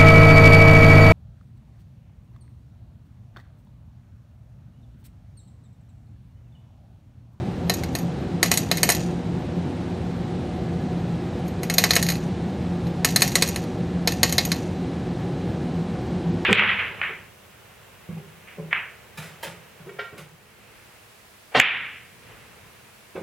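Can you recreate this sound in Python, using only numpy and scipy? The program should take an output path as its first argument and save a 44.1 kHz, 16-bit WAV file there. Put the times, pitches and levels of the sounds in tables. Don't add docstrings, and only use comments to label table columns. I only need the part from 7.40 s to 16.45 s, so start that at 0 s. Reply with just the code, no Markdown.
import sys
import numpy as np
from scipy import signal
from scipy.fft import rfft, irfft
from scipy.io import wavfile
from scipy.ndimage import uniform_filter1d, minimum_filter1d

SR = 44100
rng = np.random.default_rng(int(sys.argv[2]) if len(sys.argv) > 2 else 0)


def master_out(mix):
    frames = np.transpose(np.atleast_2d(mix))
    ceiling = np.clip(frames, -1, 1)
    pcm = np.round(ceiling * 32767).astype(np.int16)
    wavfile.write(sys.argv[1], SR, pcm)


def makeup_ratio(level_db):
    decades = np.asarray(level_db, float) / 20
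    return 10 ** decades


N = 399105

ZONE_EDGES_HZ = [350, 3400, 5150, 7400, 10200, 14700]


def fade(t, t60):
    return np.exp(-np.log(1000) * t / t60)


def band_filter(order, edges_hz):
    return signal.butter(order, edges_hz, "band", fs=SR, output="sos")


def colour(x, points, bumps=()):
    hz = np.maximum(np.fft.rfftfreq(x.shape[-1], 1 / SR), 1)
    f, db = np.transpose(points)
    gain = makeup_ratio(np.interp(np.log(hz), np.log(f), db))
    for centre, width, lift_db in bumps:
        gain = gain * makeup_ratio(lift_db / (1 + (2 * (hz - centre) / width) ** 2))
    y = irfft(rfft(x) * gain, x.shape[-1])
    return y / np.sqrt(np.mean(y ** 2))


def walk(rate):
    k = int(SR / rate)
    steps = np.repeat(rng.standard_normal(N // k + 1), k)
    return uniform_filter1d(uniform_filter1d(steps, k), k)[:N]


def hum():
    # f/Hz, level per Hz/dB
    air_curve = [(15, -70), (25, -34), (82, -6.5), (140, -8), (171, -4), (203, -8.5), (266, -11),
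                 (286, -13.5), (366, -12), (425, -22.5), (480, -18.5), (1110, -31), (3620, -40.5),
                 (9000, -56.5), (11700, -70), (19800, -120)]
    # f/Hz, width/Hz, level over the air noise/dB
    resonances = [(84, 6.7, 0), (131, 23, 2), (173.6, 8.4, 10), (259.2, 17, 2.5), (375, 87, 3),
                  (478, 17.4, 7), (737, 13.7, 10), (810, 110, 5), (1690, 32, 3.5), (4020, 280, 3)]
    air = colour(rng.standard_normal(N), air_curve, resonances)
    bass = signal.sosfiltfilt(signal.butter(2, 300, fs=SR, output="sos"), air)
    swelling_bass = bass * makeup_ratio(0.5 * walk(2.8))
    smooth_hiss = (air - bass) * makeup_ratio(0.086 * walk(4.29))
    return makeup_ratio(-27) * (swelling_bass + smooth_hiss)


def room(x, level_db=-15, t60=0.32, top_hz=6250):
    t = np.arange(SR // 2) / SR
    noise = rng.standard_normal((2, len(t)))
    dull = signal.lfilter(*signal.butter(1, top_hz, fs=SR), noise[0]) * fade(t, t60)
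    bright = makeup_ratio(6.5) * noise[1] * fade(t, 0.051)
    tail = (dull + bright) * np.minimum(t / 0.0024, 1)
    return makeup_ratio(level_db) * signal.fftconvolve(x, tail / np.sqrt(np.sum(tail ** 2)))[:N]


def chatter(knocks, per_s=420, spread_db=3.0, t60=0.51, level_db=-17.0, bench_db=10.0):
    t = np.arange(SR // 3) / SR
    tremble = fade(t, t60 / 2) * np.minimum(t / 0.0047, 1)
    shake = signal.fftconvolve(knocks ** 2, tremble)[:N] / 300
    strength = makeup_ratio(spread_db * np.minimum(rng.exponential(size=N), 2))
    ticks = (rng.random(N) < per_s / SR) * strength
    grain = rng.standard_normal(SR // 50) * fade(t[:SR // 50], 0.019)
    rattle = signal.fftconvolve(ticks * np.sqrt(np.abs(shake)), grain)[:N]
    body = signal.sosfilt(band_filter(2, [900, 7000]), rattle)
    bench = signal.sosfilt(band_filter(2, [380, 950]), rattle)
    return makeup_ratio(level_db) * (body + makeup_ratio(bench_db) * bench)


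def contact_cracks(t):
    # level against the ring/dB, t60/s
    burst = [
        (-7, 0.094),
        (-0.5, 0.054),
        (-8.5, 0.025),
        (2, 0.045),
        (-9, 0.0055),
    ]
    noise = rng.standard_normal(len(t))
    cracks = []
    for low, high, (db, t60) in zip(ZONE_EDGES_HZ, ZONE_EDGES_HZ[1:], burst):
        crack = signal.sosfilt(band_filter(2, [low, high]), noise)
        cracks.append(crack * makeup_ratio(db) * fade(t, t60) / np.std(crack))
    return cracks


def mode_rings(t, flutter, scatter_db=2.0, detune=0.0012, early_t60=0.03, early_db=14.0, grip=1.24):
    rack_hz = [480, 620, 716, 1105, 1350, 1798, 1870, 1985, 2165, 2460, 2610, 2905, 3090, 3735, 3950, 4050,
               4115, 4240, 4470, 4705]
    tube_hz = [5350, 5670, 6560, 6660, 7012, 7840, 7951, 8258, 8540, 9410, 9940, 10500, 10950, 11270, 11816,
               12560, 13150, 13330, 13680, 14460]
    # level/dB, t60/s
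    rack_modes = [(-1, .12), (-3, .08), (2, .1), (-3, .14), (-12, .1), (3, .078), (0, .13), (6, .07),
                  (4.5, .11), (3, .069), (-3, .14), (-4, .15), (-2, .12), (-3, .12), (5, .06), (8, .1),
                  (10.5, .1), (6, .11), (3, .114), (2, .059)]
    # level/dB, t60/s
    tube_modes = [(-8, .12), (3, .12), (11, .11), (5, .08), (3, .071), (-6, .089), (2, .064), (-2, .105),
                  (-4, .073), (8, .08), (-13, .09), (-7, .066), (-8, .12), (0, .1), (2, .17), (-13, .08),
                  (-4, .12), (2, .148), (-9, .12), (-8, .05)]
    hz = np.array([*rack_hz, *tube_hz])[:, None]
    db, t60 = np.transpose([*rack_modes, *tube_modes])[:, :, None]
    spot, turn, off = rng.standard_normal((3, len(hz), 1))
    shape = fade(t, grip * t60) + makeup_ratio(early_db) * fade(t, early_t60)
    wave = np.sin(2 * np.pi * hz * (1 + detune * off) * t + 1.01 * turn)
    ring = makeup_ratio(db + scatter_db * spot) * shape * wave
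    ring *= flutter[rng.integers(len(flutter), size=len(hz))]
    zone = np.searchsorted(ZONE_EDGES_HZ[1:], hz[:, 0])
    return [ring[zone == z].sum(axis=0) for z in range(5)]


def knock_list():
    # t/s, hole rim level/dB, sheet over the rim/dB, glass over the rim/dB
    hard_knocks = [(0.2966, -16, 2.5, -5), (0.4354, -28.5, 3, -7), (0.5514, -23, 3, -3.5),
                   (1.029, -11, 4, -3), (1.1151, -15, 4, 1.5), (1.1737, -17, -2.5, 2),
                   (1.3141, -13.5, 1.5, -6), (1.431, -11.5, 1.5, -0.5), (1.49, -15, 5.5, -1),
                   (1.5004, -17, 7, 3), (4.2323, -30, 6.5, 0), (4.2988, -19.5, 3.5, -4),
                   (4.382, -6, -4, -6), (4.4390, -9.5, 3, -6), (4.5072, -7.5, -4, -11),
                   (4.5545, -20, -2, 4), (4.564, -12.5, 5.5, -3.5), (4.6266, -17.5, -2, -3),
                   (4.6875, -18.5, 2.5, -5), (5.6467, -12, 4.5, -1), (5.7606, -8, -3, -4),
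                   (5.82, -8, 0.5, -4), (5.9545, -11.5, 1.5, -2), (6.0225, -9.5, -3, -5.5),
                   (6.1598, -25.5, 4.5, -2), (6.6741, -10.5, -2, -8), (6.8312, -5.5, -1.5, -6),
                   (6.9247, -22, 1.5, 3), (6.9814, -7.5, -3.5, -9.5), (7.1175, -14, -1.5, -8.5)]
    # t/s, hole rim level/dB, glass over the rim/dB
    light_contacts = [(0.3385, -29.5, 5.5), (0.5868, -37.5, 6), (1.059, -24, -2), (1.075, -35, -8),
                      (1.1387, -23, 5.5), (1.3712, -27, 4.5), (1.3808, -25, -5), (1.5196, -21, 4),
                      (1.549, -28.5, 5), (1.606, -38, -13), (4.3395, -27, 7), (4.491, -41, -4), (4.665, -27, 1),
                      (4.534, -18, -3), (4.701, -22.5, 0), (4.72, -26.5, -1), (4.7548, -31.5, -7),
                      (5.6885, -29, -4), (5.707, -33, 2), (5.877, -27.5, 4.5), (5.9187, -32, 1), (6.076, -32, 6),
                      (6.0876, -30, 7), (6.2377, -41, -4), (6.721, -26, -0.5), (6.8564, -34, -9),
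                      (6.8944, -27.5, 1), (7.005, -36, -5), (7.0513, -27, 6), (7.1586, -35, -4),
                      (3.99, -50.5, -5),
        (4.0804, -47.5, 7),
        (4.370, -41, -3),
        (5.4684, -41, -8),
        (5.8071, -27, 3),
        (6.012, -33, -3),
    ]
    hard_glass = [1.7, -4, -0.5]
    light_glass = [-0.8, -10, -1]
    # start t/s, wall level/dB, lip level/dB
    bouts = [
        (0, 1.5, 0.5),
        (0.9, 2, -1),
        (3.9, 0.5, -0.1),
        (5.4, 3, -1),
        (6.5, -1, -1),
    ]
    contacts = [(s, rim, sheet, np.add(glass, hard_glass)) for s, rim, sheet, glass in hard_knocks]
    for s, rim, glass in light_contacts:
        contacts.append((s, rim, 0.5, np.add(glass, light_glass)))
    listed = []
    for s, rim, sheet, glass in contacts:
        _, wall_db, lip_db = [bout for bout in bouts if bout[0] <= s][-1]
        listed.append((s, rim, [sheet, 0, *np.add(glass, [0, wall_db, lip_db])]))
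    return listed


def clinks(rough_db=2.2, ring_db=-6.0):
    t = np.arange(SR // 5) / SR
    flutter = uniform_filter1d(rng.standard_normal((64, len(t))), size=400)
    flutter = makeup_ratio(rough_db * flutter / np.std(flutter))
    onset = np.minimum(t / 0.0005, 1)
    out = np.zeros(N + len(t))
    for s, rim_db, zone_db in knock_list():
        i = int(s * SR)
        for modes, crack, share_db in zip(mode_rings(t, flutter), contact_cracks(t), zone_db):
            sound = modes / np.std(modes[:SR // 200]) + crack
            out[i:i + len(t)] += makeup_ratio(rim_db + share_db + ring_db) * sound * onset
    return out[:N]


def scene():
    knocks = clinks()
    knocks = knocks + chatter(knocks)
    return np.tile(knocks + room(knocks) + hum(), (2, 1))


def gate(x, gate_db=-87, mask_db=-1.5, patchy_db=5):
    # f/Hz, level over the gate/dB
    gate_curve = [(5000, -18), (7000, -10), (8500, -1.5), (9500, 0), (11000, 1.5), (13500, 1.5), (15000, 4)]
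    hz, _, lines = signal.stft(x, SR, "cosine", nperseg=2048)
    size = np.abs(lines)
    f, db = np.transpose(gate_curve)
    loud = minimum_filter1d(np.sqrt(np.mean(size[hz > 5000] ** 2, axis=0)), size=3)
    share = rng.standard_normal((len(hz) // 32 + 1, len(loud)))
    share = np.repeat(share, 32, axis=0)[:len(hz)]
    masked = makeup_ratio(mask_db + patchy_db * share) * loud
    by_pitch = makeup_ratio(np.interp(hz, f, db, left=-np.inf))[:, None]
    limit = by_pitch * np.maximum(makeup_ratio(gate_db + share / 3), masked)
    kept = (size > limit) * np.maximum(1, 1.7 * limit / (size + 1e-12))
    return signal.istft(lines * kept, SR, "cosine", nperseg=2048)[1][:N]


def side_hiss():
    # start t/s, length/s, level/dB
    puffs = [
        (1.022, .025, -36),
        (4.517, .035, -38),
        (4.625, .025, -40),
        (5.66, .04, -43),
        (5.816, .04, -30),
        (6.01, .03, -35),
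    ]
    t = np.arange(N) / SR
    hiss = signal.sosfilt(band_filter(1, [700, 12000]), rng.standard_normal(N))
    return hiss * sum(makeup_ratio(db) * np.sin(np.pi * np.clip((t - s) / length, 0, 1)) for s, length, db in puffs)


def band_limit(x):
    return signal.sosfilt(signal.butter(12, 16080, fs=SR, output="sos"), x)


def record(dry):
    heard = dry[0] + makeup_ratio(-59.6) * rng.standard_normal(N)
    top_cut = signal.ellip(8, 0.2, 40, 14680, fs=SR, output="sos")
    cut = signal.sosfilt(top_cut, heard)
    mid = gate(np.tanh(0.86 * cut) / 0.76)
    side = side_hiss()
    return band_limit(np.array([mid + side, mid - side]))


dry = scene()
out = record(dry)
master_out(out)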